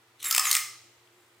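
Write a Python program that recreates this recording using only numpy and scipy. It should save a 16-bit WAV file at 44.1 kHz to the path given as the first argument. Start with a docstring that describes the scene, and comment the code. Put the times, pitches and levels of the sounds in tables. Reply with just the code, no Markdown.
"""A camera's focal-plane shutter fires a metre or two from the microphones in a quiet, hard-walled room.
Blade curtains slap their stops and levers knock the body, as coloured noise bursts; the frame rings as a sine.
A small motor cocks the mechanism twice, whining in gliding harmonics over grainy gear noise.
A wall behind throws a blurred echo and the room rings on as decaying noise. Parts rustle faintly at first,
a tiny tick comes late from the left; mains hum and air noise lie underneath."""
import sys
import numpy as np
from scipy import signal
from scipy.fft import rfft, irfft, next_fast_len
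from scipy.io import wavfile
from scipy.ndimage import map_coordinates

SR = 44100
rng = np.random.default_rng(int(sys.argv[2]) if len(sys.argv) > 2 else 0)


def inscribe(sig):
    """Save sig as 16-bit PCM at rate SR to the path in sys.argv[1].

    A 1-D sig is mono; a 2-D sig holds one channel per row.
    Samples are clipped to [-1, 1] before scaling.
    """
    pcm = np.round(np.clip(np.atleast_2d(sig).T, -1, 1) * 32767)
    wavfile.write(sys.argv[1], SR, pcm.astype(np.int16))


def boost(x):
    """Linear amplitude factor 10**(x/20) for a level x in decibels (scalar or array-like)."""
    u = np.asarray(x, float) / 20
    return 10 ** u


N = 61739  # length in samples

# curtains slapping their stops: t/s, typical peak/dB, length/s, frame ring/dB
CURTAIN_SLAPS = [(0.232, -20, .0002, -54), (0.246, -21, 0.0031, -45.5), (.3027, -22, 0.0029, -59.5),
                 (0.3104, -9.5, 0.0046, -30.5), (0.494, -23, .003, -57), (0.5045, -21.5, .003, -55),
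                 (0.5128, -7.5, 0.0057, -49)]
SLAP_RISE_S = 0.0001
TOP_HZ = 15900  # top of the band


def unit(x):
    """Scale to rms 1."""
    return x / np.sqrt(np.mean(x ** 2) + 1e-20)


def along(points, hz):
    """Read (f/Hz, value) points on a log frequency axis."""
    f, v = np.transpose(points)
    return np.interp(np.log(hz + 1), np.log(f + 1), v)


def curve(rows):
    """One value per sample from (t/s, value) rows."""
    return np.interp(np.arange(N) / SR, *np.transpose(rows))


def wobble(rate, size=N):
    """A smooth random curve with rate knots a second."""
    knots = rng.standard_normal(int(size * rate / SR) + 4)
    return map_coordinates(knots, [np.arange(size) * rate / SR])


def filtered(x, gain):
    """x through a causal minimum-phase filter with the given gain of frequency."""
    n = x.shape[-1]
    m = 2 * next_fast_len(n // 2 + 4096)
    cepstrum = irfft(np.log(gain(np.fft.rfftfreq(m, 1 / SR)) + 1e-5), m)
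    # fold the cepstrum forward in time: same gain, no pre-ringing
    cepstrum[1:m // 2] *= 2
    cepstrum[m // 2 + 1:] = 0
    return irfft(rfft(x, m) * np.exp(rfft(cepstrum)), m)[..., :n]


def peaks(table, hz):
    """Gain of a flat response with resonant peaks added in power."""
    return np.sqrt(1 + sum(boost(db) ** 2 / (1 + (2 * (hz - c) / w) ** 2) for c, w, db in table))


def grit(level, colour, lumpy_db):
    """Grainy friction: coloured noise with fast and slow random lumps, under a level curve."""
    lumps = boost(3 * wobble(900) + lumpy_db * wobble(150))
    x = lumps * rng.standard_normal(N)
    return boost(curve(level)) * unit(filtered(x, lambda hz: boost(along(colour, hz))))


def blow(length, rise, gain):
    """A few milliseconds of gritty rattling contact, coloured, typical peak 1."""
    sag_s, fall_s = 0.007, 0.0008
    grit_db = 2  # scatter of the contacts
    t = np.arange(1024) / SR
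    attack = 1 - np.exp(-t / rise)
    release = 1 + np.exp(np.minimum((t - length) / fall_s, 50))
    shape = attack * np.exp(-t / sag_s) / release
    rattle = boost(grit_db * wobble(2500, size=len(t))) * rng.standard_normal(len(t))
    x = filtered(shape * rattle, gain)
    return x / np.linalg.norm(x) * np.sqrt(np.sum(shape ** 2)) / 2


def background():
    """Air noise, near mono in the lows and wider in the treble, with narrow wavering hum bands."""
    # air colour: f/Hz, level/dB
    air_colour = [(18, -93), (30, -57.5), (109, -8.5), (132, -22), (163, -19.5), (350, -10), (533, -13),
                  (659, -12), (1180, -12), (4650, -20.5), (7670, -27.5), (15200, -36.5), (16500, -49)]
    # side over mid: f/Hz, level/dB
    air_side = [(60, -29.5), (110, -42.5), (200, -23), (380, -15), (700, -6.5), (1290, -5), (2380, 1),
                (4400, -3), (8120, 1.5), (15000, 6.5)]
    # hum bands: f/Hz, width/Hz, level before the swell/dB, waver/dB
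    hum_bands = [(120.2, 4.2, -73.5, 1.3), (97, 18, -83, 3.4), (352, 25, -72.5, 3.5), (454, 9.3, -78.5, 3)]
    # swell of the whole hum, used relative to its mean: t/s, level/dB
    hum_swell = [(0.0, -77), (0.204, -76.5), (0.308, -71), (0.874, -73), (1.39, -77)]
    air_db = -65.5  # rms of the mid
    a, b = rng.standard_normal((2, N))
    mid = filtered(a, lambda hz: boost(along(air_colour, hz)))
    side = filtered(b, lambda hz: boost(along(air_colour, hz) + along(air_side, hz)))
    air = boost(air_db) * np.array([mid + side, mid - side]) / np.std(mid)
    t = np.arange(N) / SR
    hum = np.zeros(N)
    for hz, width, db, waver_db in hum_bands:
        strength = boost(db + waver_db * wobble(width)) * np.sqrt(2)
        hum += strength * np.sin(2 * np.pi * hz * t + 1.3 * wobble(width))
    swell = curve(hum_swell)
    return air + boost(swell - swell.mean()) * hum


def rustle():
    """Parts releasing: faint friction noise that swells up to the first blows."""
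    # rise and end of the rustle: t/s, level/dB
    rustle_level = [(.18, -92), (.19, -61.5), (.2, -53.5), (.21, -51), (.225, -45), (.236, -45),
                    (.244, -85)]
    # its colour: f/Hz, level/dB
    rustle_colour = [(710, -49), (1200, -21.5), (4050, -0.5), (4990, -23), (5950, -9), (7490, -11.5),
                     (9130, -10), (15400, -22.5), (16500, -37)]
    return grit(rustle_level, rustle_colour, lumpy_db=2)


def tail(t60s):
    """Room ringing: noise that dies band by band after a short build-up, energy 1."""
    build_s = 0.0098
    hz, t, z = signal.stft(rng.standard_normal(SR), SR, nperseg=256)
    decay = boost(-60 * t / along(t60s, hz)[:, None])
    x = signal.istft(z * decay, SR, nperseg=256)[1][:SR]
    x = x * (1 - np.exp(-(np.arange(SR) / SR / build_s) ** 2))
    return x / np.linalg.norm(x)


def wall():
    """Echo of the wall behind: one clean inverted return, with the treble blurred around it."""
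    # what the wall returns best: f/Hz, level/dB
    echo_tilt = [(500, -3), (1200, 7.5), (2000, 6.5), (2700, -2.5), (5000, -1), (9000, -2.5), (12000, -2.5),
                 (16000, -2.5)]
    echo_s, blur_s = 0.0154, 0.00084
    blur_hz = 2950  # the blur fades out below this
    t = np.arange(SR // 10) / SR
    blur = rng.standard_normal(len(t)) * np.exp(-np.abs(t - echo_s) / blur_s)
    x = filtered(blur, lambda hz: 1 / (1 + (blur_hz / (hz + 1)) ** 4))
    x = x / np.linalg.norm(x)
    x[round(echo_s * SR)] -= 0.7
    return filtered(x / np.linalg.norm(x), lambda hz: boost(along(echo_tilt, hz)))


def room(x):
    """On axis: wall echo and front-back ringing, fed by the shell. All round: near scatter, slower tail."""
    # shell resonances, radiated sideways and back into the room: f/Hz, width/Hz, level/dB
    shell_peaks = [(1237, 150, 6.5), (1896, 120, 8), (2090, 180, 9.5), (5247, 200, 12.5), (6380, 360, 5),
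                   (9350, 190, 2)]
    # broad tilt of the shell: f/Hz, level/dB
    shell_tilt = [(500, -6), (900, -3), (1250, 1), (1620, -6.5), (2200, -3.5), (4000, -4.5), (9000, -1),
                  (12000, -3), (16000, 6.5)]
    # front-back ringing: f/Hz, t60/s
    ringing = [(500, 0.77), (2000, 0.46), (5000, 0.5), (9000, 0.41), (15000, .3)]
    # slower tail from all round: f/Hz, t60/s
    diffuse = [(500, .7), (2500, 1), (6000, 0.92), (10000, 0.63), (15000, 0.7)]
    # what feeds that tail: f/Hz, level/dB
    diffuse_colour = [(500, -16.5), (1200, -19.5), (3000, -17.5), (6000, -16), (10000, -22), (15000, -19)]
    # its side under its mid: f/Hz, level/dB
    diffuse_side = [(500, 0.5), (1500, -10), (3000, -2), (8000, 3), (15000, 1)]
    # side level of the near scatter: f/Hz, level/dB
    scatter_side = [(500, -25), (1500, -34), (3000, -22.5), (5000, -14), (14000, -11.5)]
    ringing_db, echo_db = -3, -2.5
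    near_s = 0.002  # decay of scatter off things close to the microphones

    def heard(v, answer):
        return signal.fftconvolve(v, answer)[:N]

    t = np.arange(SR) / SR
    near = rng.standard_normal(SR) * np.exp(-t / near_s)
    shell = filtered(x, lambda hz: boost(along(shell_tilt, hz)) * peaks(shell_peaks, hz))
    around = filtered(x, lambda hz: boost(along(diffuse_colour, hz)))
    mid = heard(shell, boost(ringing_db) * tail(ringing))
    mid += heard(shell, boost(echo_db) * wall())
    mid += heard(around, tail(diffuse))
    # a fresh tail for the side keeps it independent of the mid
    side = filtered(heard(around, tail(diffuse)), lambda hz: boost(along(diffuse_side, hz)))
    scatter = heard(x, near / np.linalg.norm(near))
    side += filtered(scatter, lambda hz: boost(along(scatter_side, hz)))
    return np.array([mid + side, mid - side])


def motor():
    """The whine starts high, then sags and fades as the spring load builds; the gears grind."""
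    # runs: start/s, stop/s, free f/Hz, loaded f/Hz, sag time/s, level before colour/dB, fade/(dB/s)
    motor_runs = [(0.24, .308, 4086, 3695, 0.0089, -31.5, 106.5),
                  (0.442, 0.508, 4135, 3130, 0.019, -30.5, 78)]
    # colour of the whine's harmonics: f/Hz, level/dB
    whine_colour = [(3100, -16), (3700, -10), (6300, 0), (7400, -1), (9400, -2), (11100, 1), (12000, -2),
                    (12600, -10), (13500, -10), (15000, -12), (16000, -16)]
    # grinding of the gear train: t/s, level/dB
    grind_level = [(.222, -76.5), (.24, -48.5), (.255, -37.5), (.3, -41), (.33, -38), (.42, -45),
                   (.45, -31.5), (.51, -37.5), (.54, -33.5), (.555, -28), (.57, -73.5)]
    # its colour: f/Hz, level/dB
    grind_colour = [(290, -76), (500, -37), (1280, -8), (2100, -1.5), (2650, -6.5), (3880, -6), (4690, -23),
                    (7490, -5.5), (15300, -11.5), (16500, -41)]
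    waver_db = 3.5
    jitter = 0.0015  # fraction of the pitch
    t, out = np.arange(N) / SR, np.zeros(N)
    for start, stop, free_hz, load_hz, sag, db, fade_db in motor_runs:
        age = np.clip(t - start, 0, 1)
        pitch = load_hz + (free_hz - load_hz) * np.exp(-(age / sag) ** 1.5)
        phase = 2 * np.pi * np.cumsum(pitch * (1 + jitter * wobble(300))) / SR
        gate = np.clip(age / 0.0025, 0, 1) * np.clip((stop - t) / 0.003, 0, 1)
        whine = np.zeros(N)
        for k in range(1, 6):
            strength = boost(along(whine_colour, k * pitch) + waver_db * wobble(150))
            whine += strength * (k * pitch < TOP_HZ) * np.sin(k * phase)
        out += gate * boost(db - fade_db * age) * whine
    return out + grit(grind_level, grind_colour, lumpy_db=2.5)


def knocks():
    """Levers strike the body: resonant noise bursts, each with its own thud and treble."""
    # knocks: t/s, typical peak/dB, length/s, thud/dB, treble/dB
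    lever_knocks = [(0.2276, -23.5, 0.0036, 0, 8.5), (0.2408, -24, 0.0025, 7, -12),
                    (0.3423, -17.5, 0.0022, 5.5, -9.5), (0.347, -6.5, 0.0041, 5, 8),
                    (0.3791, -4.5, 0.0042, 5.5, -1), (0.4528, -13.5, 0.0035, 12.5, -13.5),
                    (0.546, -14, 0.0017, 7, -7), (0.5508, -4, 0.0026, 1.5, 4.5)]
    # common colour: f/Hz, level/dB
    knock_colour = [(100, -83), (400, -35), (750, -19.5), (1200, -7.5), (1620, -16.5), (2100, -4),
                    (3200, -2), (6200, -3.5), (10200, -5), (13800, -12), (16000, -12), (16800, -20.5)]
    # resonances of the levers: f/Hz, width/Hz, level/dB
    lever_peaks = [(2535, 400, 4.5), (4245, 710, -15), (5150, 430, -8.5), (7880, 480, 6), (13500, 720, 5.5)]
    rise_s, thud_hz, treble_hz = 0.0008, 1800, 9800
    out = np.zeros(N + SR)
    for s, db, length, thud_db, treble_db in lever_knocks:
        def gain(hz):
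            thud = thud_db / (1 + (hz / thud_hz) ** 4)
            treble = treble_db / (1 + (treble_hz / (hz + 1)) ** 4)
            return boost(along(knock_colour, hz)) * peaks(lever_peaks, hz) * boost(thud + treble)

        x = blow(length, rise_s, gain)
        out[round(s * SR):][:len(x)] += boost(db) * x
    return out[:N]


def slaps():
    """Blade curtains hit their stops: bright noise bursts with a very fast rise."""
    # colour: f/Hz, level/dB
    slap_colour = [(100, -78), (400, -51), (720, -16.5), (1000, -23.5), (2600, -12.5), (3350, -3.5),
                   (5600, -4.5), (6900, -1.5), (8300, -3), (12000, -1.5), (15500, -12.5), (16500, -19)]
    out = np.zeros(N + SR)
    for s, db, length, _ in CURTAIN_SLAPS:
        x = blow(length, SLAP_RISE_S, lambda hz: boost(along(slap_colour, hz)))
        out[round(s * SR):][:len(x)] += boost(db) * x
    return out[:N]


def frame():
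    """The shutter frame rings briefly on one note, a decaying sine, from each slap."""
    ring_hz, t60_s, rise_s = 1317, 0.16, 0.002
    out, t = np.zeros(N + SR), np.arange(SR // 2) / SR
    ring = boost(-60 * t / t60_s) * (1 - np.exp(-t / rise_s)) * np.sin(2 * np.pi * ring_hz * t)
    for s, _, _, ring_db in CURTAIN_SLAPS:
        out[round(s * SR):][:len(t)] += boost(ring_db) * ring
    return out[:N]


def tick():
    """One tiny tick beside the camera: a short noise burst, louder on the left."""
    # colour: f/Hz, level/dB
    tick_colour = [(1500, -21.5), (3000, 15), (5000, -18), (8000, -6), (12000, -18)]
    start_s, level_db, pan_db = 1.0735, -53, 6
    x = blow(0.0034, SLAP_RISE_S, lambda hz: boost(along(tick_colour, hz)))
    x = np.pad(x, (round(start_s * SR), N))[:N]
    return boost(level_db + np.array([[pan_db], [-pan_db]])) * x


def scene():
    """Shutter, its room and the background."""
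    shutter = slaps() + knocks() + motor() + rustle()
    return shutter + frame() + room(shutter) + tick() + background()


def top_cut(x):
    """Nothing passes above the cut-off."""
    return signal.sosfilt(signal.butter(12, 17070, fs=SR, output="sos"), x)


def record(dry):
    """Limit the band: nothing from TOP_HZ up passes."""
    spectrum = rfft(dry, axis=1) * (np.fft.rfftfreq(N, 1 / SR) < TOP_HZ)
    mix = irfft(spectrum, N, axis=1)
    return top_cut(mix)


dry = scene()
out = record(dry)
inscribe(out)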